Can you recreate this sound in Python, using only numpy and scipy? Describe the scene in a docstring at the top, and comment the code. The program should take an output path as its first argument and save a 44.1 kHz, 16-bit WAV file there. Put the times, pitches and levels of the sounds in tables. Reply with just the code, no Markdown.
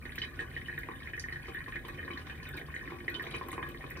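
"""Coffee dripping into a glass server

A thin stream from a kettle wets coffee grounds, and the brew drips into a glass server. Each drip traps
a bubble whose short ping excites the air modes of the glass; heavy drops plop lower, with a thump.
Small drops slap and patter between them, foam fizzes and pops, and the quiet room rumbles faintly."""
import sys
import numpy as np
from scipy import signal
from scipy.fft import rfft, irfft
from scipy.io import wavfile

SR = 44100
rng = np.random.default_rng(int(sys.argv[2]) if len(sys.argv) > 2 else 0)


def transcribe(u):
    """Save the signal u as a 16-bit wav file named by the first command-line argument.

    u: samples, shape (n,) or (channels, n), limited to [-1, 1]; the rate is SR.
    q: integer samples, one column per channel.
    """
    v = np.clip(np.atleast_2d(u).T, -1, 1)
    q = np.round(v * 32767).astype(np.int16)
    wavfile.write(sys.argv[1], SR, q)


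N = 176400

# Levels are relative; each source applies its own gain.
# spectrum of the room's rumble: frequency_hz, level_db
RUMBLE_SPECTRUM = [(15,-22),(30,-13),(39,-8),(50,0.6),(63,-4),(80,2),(97,-8),(120,-3),(131,-7),(142,0),(165,-9),(205,-13),(245,-7),(300,-9),(450,-25)]
# spectrum of the room's hiss: frequency_hz, level_db
HISS_SPECTRUM = [(150,-7),(350,2),(600,-4),(1200,-34),(2500,-14.5),(4000,-24.5),(6500,-22),(9000,-22),(11000,-19.5),(12000,-49),(12800,-16),(15500,-22.5)]
# strength of the trickle: time_s, patter_db, gurgle_db
FLOW_LEVELS = [(0,-53.5,-57),(.45,-52.5,-60),(.95,-54,-58),(1.4,-53.5,-63),(1.5,-51,-70),(1.8,-56,-55.5),(2.12,-50.5,-47),(2.35,-52,-62.5),(2.55,-46.5,-47.5),(2.68,-52.5,-57.5),(2.92,-51,-48.5),(3.04,-53,-50.5),(3.12,-48.5,-48),(3.34,-44,-49),(3.45,-54,-47),(3.63,-52.5,-48),(3.78,-53.5,-51.5),(4,-51,-48.5)]
# strength of the small bubbles: pitch_hz, level_db
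PATTER_SPECTRUM = [(500,2),(800,-19),(1080,-5.5),(1350,-7),(1800,1.5),(2300,1.5),(2750,-10),(3100,-8),(3600,-1.5),(4500,-4.5),(6500,-17)]
# fine crackle of the foam: pitch_hz, level_db
FIZZ_PITCHES = [(4200,-1),(5500,-4),(7500,-1.5),(10000,25),(13000,-9),(14500,19)]
# foam bubbles bursting: start_s, level_db, pitch_hz
FOAM_POPS = [(0.156, -41.5, 13200), (0.403, -52, 8700), (0.788, -44, 13000), (1.1954, -43.5, 10400),
             (1.5408, -50.5, 14100), (1.882, -47, 13700), (2.489, -43, 13400), (2.569, -44, 13000),
             (3.099, -45.5, 13100), (3.224, -46, 13900), (3.307, -48, 10200), (3.365, -45.5, 10400),
             (3.485, -41, 12400), (3.5157, -42, 10700), (3.529, -46, 10300), (3.6883, -45.5, 13400),
             (3.903, -42, 13100)]
# drops slapping the brew: start_s, level_db
SPLAT_EVENTS = [(0.0528, -43.5), (0.3914, -39), (0.4054, -37), (0.4224, -46), (0.566, -57), (0.5717, -43),
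                (1.324, -46.5), (1.484, -38.5), (1.681, -42), (1.7552, -43.5), (1.8495, -43),
                (1.8813, -40.5), (1.9425, -43.5), (2.1053, -50), (2.2664, -46.5), (2.2962, -43),
                (2.5727, -39.5), (2.6079, -46.5), (2.9024, -42.5), (3.0814, -38.5), (3.3445, -35.5),
                (3.372, -53), (3.4845, -46), (3.5289, -38.5), (3.689, -43.5), (3.8395, -57)]
# spectrum of one splat: frequency_hz, level_db
SPLAT_SPECTRUM = [(120,-24),(330,10.5),(650,-2.5),(1100,-4.5),(1400,-1.5),(2200,2),(3000,-4.5),(4000,-5),(5500,-16.5),(8000,-20.5),(15000,-28.5)]
# drips trapping a bubble: start_s, level_db, pitch_hz
DRIP_EVENTS = [(0.054, -34, 1930), (0.093, -36.5, 2010), (0.1214, -37.5, 1900), (0.1805, -27.5, 1850),
               (0.2183, -34, 2190), (0.2366, -31, 2020), (0.2503, -36.5, 1850), (0.2866, -42, 1800),
               (0.3914, -26.5, 1780), (0.5133, -41, 2020), (0.5642, -28.5, 1920), (0.6162, -35, 1980),
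               (0.6834, -31, 1760), (0.696, -33.5, 1840), (0.7266, -33, 1820), (0.778, -28.5, 1820),
               (0.833, -31.5, 1990), (0.9135, -38.5, 1960), (0.9353, -39, 1800), (1.021, -39, 1790),
               (1.0569, -41, 1810), (1.0729, -31, 1980), (1.134, -30, 1800), (1.1773, -31.5, 1880),
               (1.2395, -31.5, 1870), (1.2848, -31, 1960), (1.3238, -30, 1900), (1.358, -32, 1820),
               (1.4567, -37.5, 2000), (1.5462, -31.5, 1740), (1.5586, -32.5, 1830), (1.5714, -32.5, 1870),
               (1.605, -33, 1870), (1.6612, -35.5, 1810), (1.681, -42, 1920), (1.7231, -34, 1755),
               (1.757, -30, 1790), (1.7653, -32, 2040), (1.888, -38.5, 1810), (1.9919, -35, 1820),
               (2.029, -35, 1880), (2.0779, -34.5, 1720), (2.126, -43, 2020), (2.1723, -34, 1765),
               (2.271, -40, 2060), (2.297, -33.5, 1680), (2.4908, -38.5, 2100), (2.5374, -34.5, 1570),
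               (2.7408, -31.5, 1860), (2.7632, -28.5, 1940), (2.811, -37, 1760), (2.8759, -34, 1890),
               (3.08, -22, 1970), (3.1086, -38.5, 1720), (3.1964, -29.5, 1860), (3.2216, -37, 1900),
               (3.281, -47, 2170), (3.5168, -35.5, 2030), (3.6269, -30, 1690), (3.7461, -38, 1930),
               (3.8083, -38, 1880), (3.841, -41.5, 2200), (3.909, -34, 1940)]
# small bright bubbles: start_s, level_db, pitch_hz
PLINK_EVENTS = [(.157,-37,2660), (0.1845,-32.5,3940), (0.2167,-29,3060), (0.221,-32,3880), (.405,-45,3490),
                (0.57,-44,3024), (0.659,-43,2970), (1.138,-41,2370), (1.1956,-32.5,4650),
                (1.196,-35.5,5980), (1.326,-42,4150), (1.514,-50,2412), (1.74,-41,2412), (1.85,-44,3430),
                (1.984,-40.5,2320), (2.106,-38.5,2290), (2.133,-44,3080), (2.135,-48,4400),
                (2.175,-41,4240), (2.195,-52,4300), (2.268,-50,5100), (2.3,-41,2740), (2.43,-40.5,4230),
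                (2.442,-51,3050), (2.747,-46.5,6800), (2.865,-49,3618), (3.142,-31.5,3640),
                (3.148,-35.5,3040), (3.27,-48,4500), (3.311,-40,3870), (3.34,-34,2390), (3.348,-37,2333),
                (3.505,-46,3570), (3.519,-41.5,7400), (3.628,-43.5,3210), (3.971,-40.5,4880)]
# heavy drops trapping a large bubble: start_s, level_db, pitch_hz
PLOP_EVENTS = [(0.4252, -43, 1160), (0.8869, -32.5, 1046), (1.4828, -40.5, 1180), (1.68, -40, 1090),
               (1.8479, -41, 1025), (1.884, -41.5, 1120), (2.079, -40, 1115), (2.1028, -38.5, 1210),
               (2.685, -43, 1070), (2.9201, -36.5, 1047), (3.148, -47, 1230), (3.206, -40, 1100),
               (3.271, -42, 1050), (3.343, -34.5, 1150), (3.4113, -33, 1035), (3.485, -37, 1050),
               (3.5288, -36, 1130), (3.579, -30, 1015), (3.628, -34.5, 1180), (3.665, -39.5, 1150),
               (3.8397, -37.5, 1155), (3.9711, -42, 1090)]
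# air modes of the server: frequency_hz
AIR_MODE_HZ = [345,467,776,1055,1140,1482,1684,1840,1925,2080,2283,2412,2518,2930,3045,3280,3590,3886,5580,6050]
# the same modes, row for row: gain_db, t60_s, left_minus_right_db, left_lead_rad
AIR_MODES = [(6.6,0.2,0.5,0.5),(6.9,0.13,-6.5,2),(8.5,0.14,8.5,1),(5.2,0.038,2.5,1.68),(11,0.48,8,2.3),(3.03,0.15,-22,-1.5),(13.85,0.13,0.5,-5),(10.8,0.049,0.5,-2),(1.4,0.26,15.5,-3),(1.2,0.31,10,2.2),(7.8,0.059,12.5,-3),(7.8,0.037,9.5,-1.5),(15.1,0.11,11,2.5),(1.6,0.022,14.5,2),(14.3,0.11,-5.5,0.53),(4.1,0.18,8,4.5),(2.2,0.092,-20.5,-8.5),(5.8,0.12,-7.5,-1.2),(5.3,.05,3.5,2.5),(9.1,0.069,-10,7.5)]
# reverberation time of the room: frequency_hz, t60_s
ROOM_DECAY = [(200,0.18),(1000,0.27),(3000,0.082),(8000,0.18),(15000,0.025)]
# likeness of left and right: frequency_hz, coherence_ratio
COHERENCE = [(30,.96),(150,.93),(400,.75),(700,.4),(1100,.6),(1900,.6),(2600,.15),(5000,.2),(9000,.8),(14000,.75)]
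# phase between the microphone ports: frequency_hz, left_lead_rad
PORT_PHASE = [(20,0),(140,-.4),(300,-.1),(2100,0),(2900,.5),(3500,2.4),(7000,3),(8800,0),(9700,0),(11400,-3.1),(12100,-3.2),(13200,-5.9),(14500,-6.3),(15900,-9.3)]

NEAR_DB, NEAR_T60_S, ROOM_DB = -3, 0.039, -6
RUMBLE_DB, HISS_DB = -48, -62
BUBBLE_Q, BUBBLE_ONSET_CYCLES, BUBBLE_RISE_PER_S = 22, 3, 2
PATTER_PER_S, BURBLE_PER_S, GURGLE_PER_S, FIZZ_PER_S, SPLATTER_PER_S = 330, 300, 300, 700, 60
BURBLE_DB, GURGLE_DB, SPREAD_DB = -1.5, -2.5, 5
FIZZ_DB, POP_DB, POP_BODY_DB, POP_BODY_HZ = -74, 15.5, -9.5, 7900
SPRAY_DB, PUFF_RISE_S, DROPLET_DB, DROPLET_DELAY_S = 9.5, .001, -11, (.006, .03)
SPLAT_DB, SPLATTER_DB = -0.5, -7.5
DRIP_DB, DRIP_CYCLES, DRIP_THUMP_DB, DRIP_SLAP_DB = -3, 2.4, -16.5, -14.5
THUMP_HZ, THUMP_CYCLES = 364.5, 0.77
ECHO_S, ECHO_DB = .0082, -11
PLOP_DB, PLOP_THUMP_DB, PLOP_SPLASH_DB = -2.5, -4, -1.5


def amp(db):
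    """Amplitude ratio of a level in decibels."""
    return 10 ** (np.asarray(db) / 20)


def unit(x):
    """Normalisation to rms 1."""
    return x / np.sqrt(np.mean(x ** 2) + 1e-20)


def read(points, hz):
    """Interpolation on a logarithmic frequency axis."""
    f, value = np.transpose(points)
    return np.interp(np.log(hz + 1), np.log(f + 1), value)


def add(mix, start_s, sound):
    """Superposition: a sound adds to the mix from its start time."""
    part = mix[..., max(round(start_s * SR), 0):][..., :sound.shape[-1]]
    part += sound[..., :part.shape[-1]]


def convolve(x, response):
    """Convolution: a linear system answers each sample with its impulse response."""
    return signal.fftconvolve(np.atleast_2d(x), response, axes=1)[:, :N]


def coherent_spectra(noises):
    """Partial coherence: two independent noises mix into left and right spectra, most alike in the bass."""
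    left, other = rfft(noises)
    coherence = read(COHERENCE, np.fft.rfftfreq(noises.shape[1], 1 / SR))
    return np.array([left, coherence * left + np.sqrt(1 - coherence ** 2) * other])


def room_noise(spectrum, order=0):
    """Stationary noise with a given spectrum; a positive order rolls it off above 290 Hz."""
    hz = np.fft.rfftfreq(N, 1 / SR)
    gain = amp(read(spectrum, hz)) / (1 + (hz / 290) ** order)
    return unit(irfft(coherent_spectra(rng.standard_normal((2, N))) * gain, N))


def reflections(size=12288):
    """Reverberation: early echoes from table and dripper, then the room's exponential tail."""
    t = np.arange(size) / SR
    near, far = rng.standard_normal((2, 2, size))
    near = near * amp(-60 * t / NEAR_T60_S) * (t > .002)
    hz, frame_s, spectra = signal.stft(far, SR, nperseg=256)
    decay = amp(-60 * frame_s / read(ROOM_DECAY, hz)[:, None])
    far = signal.istft(spectra * decay, SR, nperseg=256)[1][:, :size] * (t > .007)
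    echoes = amp(NEAR_DB) * unit(near) + amp(ROOM_DB) * unit(far)
    return irfft(coherent_spectra(echoes), size) / np.sqrt(size)


def in_the_open(sound, wet_db):
    """Multipath propagation: the direct sound plus reflections that vary from place to place."""
    response = amp(wet_db) * reflections()
    response[:, 0] += 1
    return convolve(sound, response)


def server_response(size=9000):
    """Cavity resonance: a direct impulse plus the damped modes of the air in the glass."""
    t, out = np.arange(size) / SR, np.zeros((2, size))
    out[:, 0] = 1
    sides = np.array([[.5], [-.5]])
    for hz, (db, t60_s, pan_db, lead_rad) in zip(AIR_MODE_HZ, AIR_MODES):
        damping = np.log(1000) / t60_s
        ring = np.exp(-damping * t) * np.cos(2 * np.pi * hz * t + sides * lead_rad)
        out += amp(db + sides * pan_db) * 2 * damping / SR * ring
    return out


def in_glass(sound, glass, wet_db):
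    """Filters in series: the echoes of a drop's landing place, then the resonance of the glass."""
    return convolve(in_the_open(sound, wet_db), glass)


def ping(hz, cycles, rise_per_s=0, size=1800):
    """Damped oscillation: a tone peaks after so many cycles and dies, with an optional upward glide."""
    t = np.arange(size) / SR
    age = t * hz / cycles
    return (age * np.exp(1 - age)) ** 2 * np.sin(2 * np.pi * hz * (t + rise_per_s * t * t / 2))


def bubble(hz, size=2400):
    """Bubble resonance: trapped air rings as a spring, its pitch rising as it nears the surface."""
    t = np.arange(size) / SR
    turns = hz * (t + BUBBLE_RISE_PER_S * t * t / 2)
    envelope = (1 - np.exp(-turns / BUBBLE_ONSET_CYCLES)) * np.exp(-np.pi * turns / BUBBLE_Q)
    return envelope * np.sin(2 * np.pi * turns)


def shower(pitches, per_s, voice):
    """Poisson process: bubbles of uneven strength sound as voice(hz) at each (pitch_hz, level_db)."""
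    out = np.zeros((2, N))
    for hz, db in pitches:
        onsets = rng.random(N) < per_s / len(pitches) / SR
        excess_db = SPREAD_DB * np.minimum(rng.exponential(1, N), 3)
        out += convolve(onsets * amp(db + excess_db), voice(hz))
    return unit(out)


def trickle(glass):
    """Incoherent summation: many bubbles merge into patter, burble and gurgle that follow the flow."""
    def bubbles(pitches, per_s, voice):
        return shower(pitches, per_s, lambda hz: in_glass(voice(hz), glass, wet_db=-4))

    small = [(hz, read(PATTER_SPECTRUM, hz)) for hz in np.geomspace(650, 6000, 18)]
    ringing = [(hz, read(PATTER_SPECTRUM, hz)) for hz in np.geomspace(950, 5300, 30)]
    large = [(hz, 0) for hz in 377.2 * np.geomspace(.7, 1.45, 5)]
    patter = bubbles(small, PATTER_PER_S, lambda hz: ping(hz, cycles=1.8))
    burble = bubbles(ringing, BURBLE_PER_S, bubble)
    gurgle = bubbles(large, GURGLE_PER_S, lambda hz: ping(hz, cycles=1.06))
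    time_s, patter_db, gurgle_db = np.transpose(FLOW_LEVELS)
    t = np.arange(N) / SR
    fine = unit(patter + amp(BURBLE_DB) * burble) * amp(np.interp(t, time_s, patter_db))
    return fine + gurgle * amp(GURGLE_DB + np.interp(t, time_s, gurgle_db))


def spray(hz, cycles, size=2400):
    """Film rupture: a wet surface tears in a puff of band-limited noise; two droplets land just after."""
    age = np.arange(size) / SR / PUFF_RISE_S
    puff = age * np.exp(1 - age)
    envelope = puff.copy()
    for delay_s in rng.uniform(*DROPLET_DELAY_S, size=2):
        add(envelope, delay_s, amp(DROPLET_DB) * puff)
    sound = signal.fftconvolve(envelope * rng.standard_normal(size), ping(hz, cycles))[:size]
    return sound / np.linalg.norm(sound)


def foam():
    """Bursting bubbles on the grounds radiate outside the glass, as a steady fizz and distinct pops."""
    fizz = shower(FIZZ_PITCHES, FIZZ_PER_S, lambda hz: in_the_open(ping(hz, cycles=2), wet_db=3))
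    out = amp(FIZZ_DB) * fizz
    for start_s, db, hz in FOAM_POPS:
        pop = spray(hz, cycles=2.2) + amp(POP_BODY_DB) * spray(POP_BODY_HZ, cycles=0.72)
        add(out, start_s, amp(db + POP_DB) * in_the_open(pop, wet_db=-4))
    return out


def click(spectrum, size=1024):
    """Minimum phase packs the energy of a spectrum into a sharp click of peak 1."""
    log_gain = np.log(amp(read(spectrum, abs(np.fft.fftfreq(size, 1 / SR)))))
    out = np.fft.ifft(np.exp(np.conj(signal.hilbert(log_gain)))).real
    return out / abs(out).max()


def splats(glass, places=6):
    """Brief impacts radiate a broad band: distinct slaps, and random splatter that follows the flow."""
    out, splatter = np.zeros((2, 2, N))
    slap = click(SPLAT_SPECTRUM)
    for start_s, db in SPLAT_EVENTS:
        add(out, start_s, amp(db + SPLAT_DB) * in_glass(slap, glass, wet_db=9))
    for _ in range(places):
        chance, strength = rng.random((2, N))
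        impacts = (chance < SPLATTER_PER_S / places / SR) * strength
        splatter += convolve(impacts, in_glass(slap, glass, wet_db=9))
    time_s, patter_db, _ = np.transpose(FLOW_LEVELS)
    return out + unit(splatter) * amp(SPLATTER_DB + np.interp(np.arange(N) / SR, time_s, patter_db))


def echoed(sound):
    """Specular reflection: a nearby surface returns one delayed, weaker copy."""
    out = np.pad(sound, (0, len(sound)))
    add(out, ECHO_S, amp(ECHO_DB) * sound)
    return out


def drips(glass):
    """Air entrainment: a drip slaps and thumps the surface, and the bubble it traps rings."""
    out = np.zeros((2, N))
    thump = amp(DRIP_THUMP_DB) * ping(THUMP_HZ, THUMP_CYCLES)
    slap = amp(DRIP_SLAP_DB) * ping(hz=2990, cycles=1)
    stretches = 1 + .3 * rng.uniform(-0.94, 1, len(DRIP_EVENTS))  # no two ring equally long
    for (start_s, db, hz), stretch in zip(DRIP_EVENTS, stretches):
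        ring = ping(hz, DRIP_CYCLES * stretch, rise_per_s=1.1) / np.sqrt(stretch)
        drip = echoed(ring + thump + slap)
        add(out, start_s, amp(db + DRIP_DB) * in_glass(drip, glass, wet_db=-6))
    return out


def plinks(glass):
    """Small bubbles resonate high; each throws up spray pitched just above its own note."""
    out = np.zeros((2, N))
    for start_s, db, hz in PLINK_EVENTS:
        plink = bubble(hz) + amp(SPRAY_DB) * spray(hz * 1.05, cycles=1)
        add(out, start_s, amp(db) * in_glass(plink, glass, wet_db=-2))
    return out


def plops(glass):
    """Resonant frequency falls with bubble size: heavy drops ring low, with a thump and a splash."""
    out = np.zeros((2, N))
    thump = amp(PLOP_THUMP_DB) * ping(THUMP_HZ, THUMP_CYCLES)
    splash = amp(PLOP_SPLASH_DB) * ping(hz=1890, cycles=0.87)
    for start_s, db, hz in PLOP_EVENTS:
        plop = ping(hz, cycles=1.9) + thump + splash
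        add(out, start_s, amp(db + PLOP_DB) * in_glass(plop, glass, wet_db=-3))
    return out


def scene():
    """Superposition of the drops in the glass, the foam on the grounds and the room."""
    glass = server_response()
    water = drips(glass) + plops(glass) + plinks(glass) + splats(glass) + trickle(glass)
    brew = water * amp([[-.4], [.4]]) + foam()  # the water lies slightly to the right
    rumble = amp(RUMBLE_DB) * room_noise(RUMBLE_SPECTRUM, order=6)
    hiss = amp(HISS_DB) * room_noise(HISS_SPECTRUM)
    return brew + rumble + hiss


def record(dry):
    """Phase difference between two microphone ports, then a low-pass band limit."""
    lead_rad = read(PORT_PHASE, np.fft.rfftfreq(N, 1 / SR))
    heard = irfft(rfft(dry) * np.exp(1j * np.array([[.5], [-.5]]) * lead_rad), N)
    lowpass = signal.firwin(511, cutoff=15850, window=("kaiser", 9), fs=SR)
    return signal.oaconvolve(heard, lowpass[None], "same")


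dry = scene()
out = record(dry)
transcribe(out)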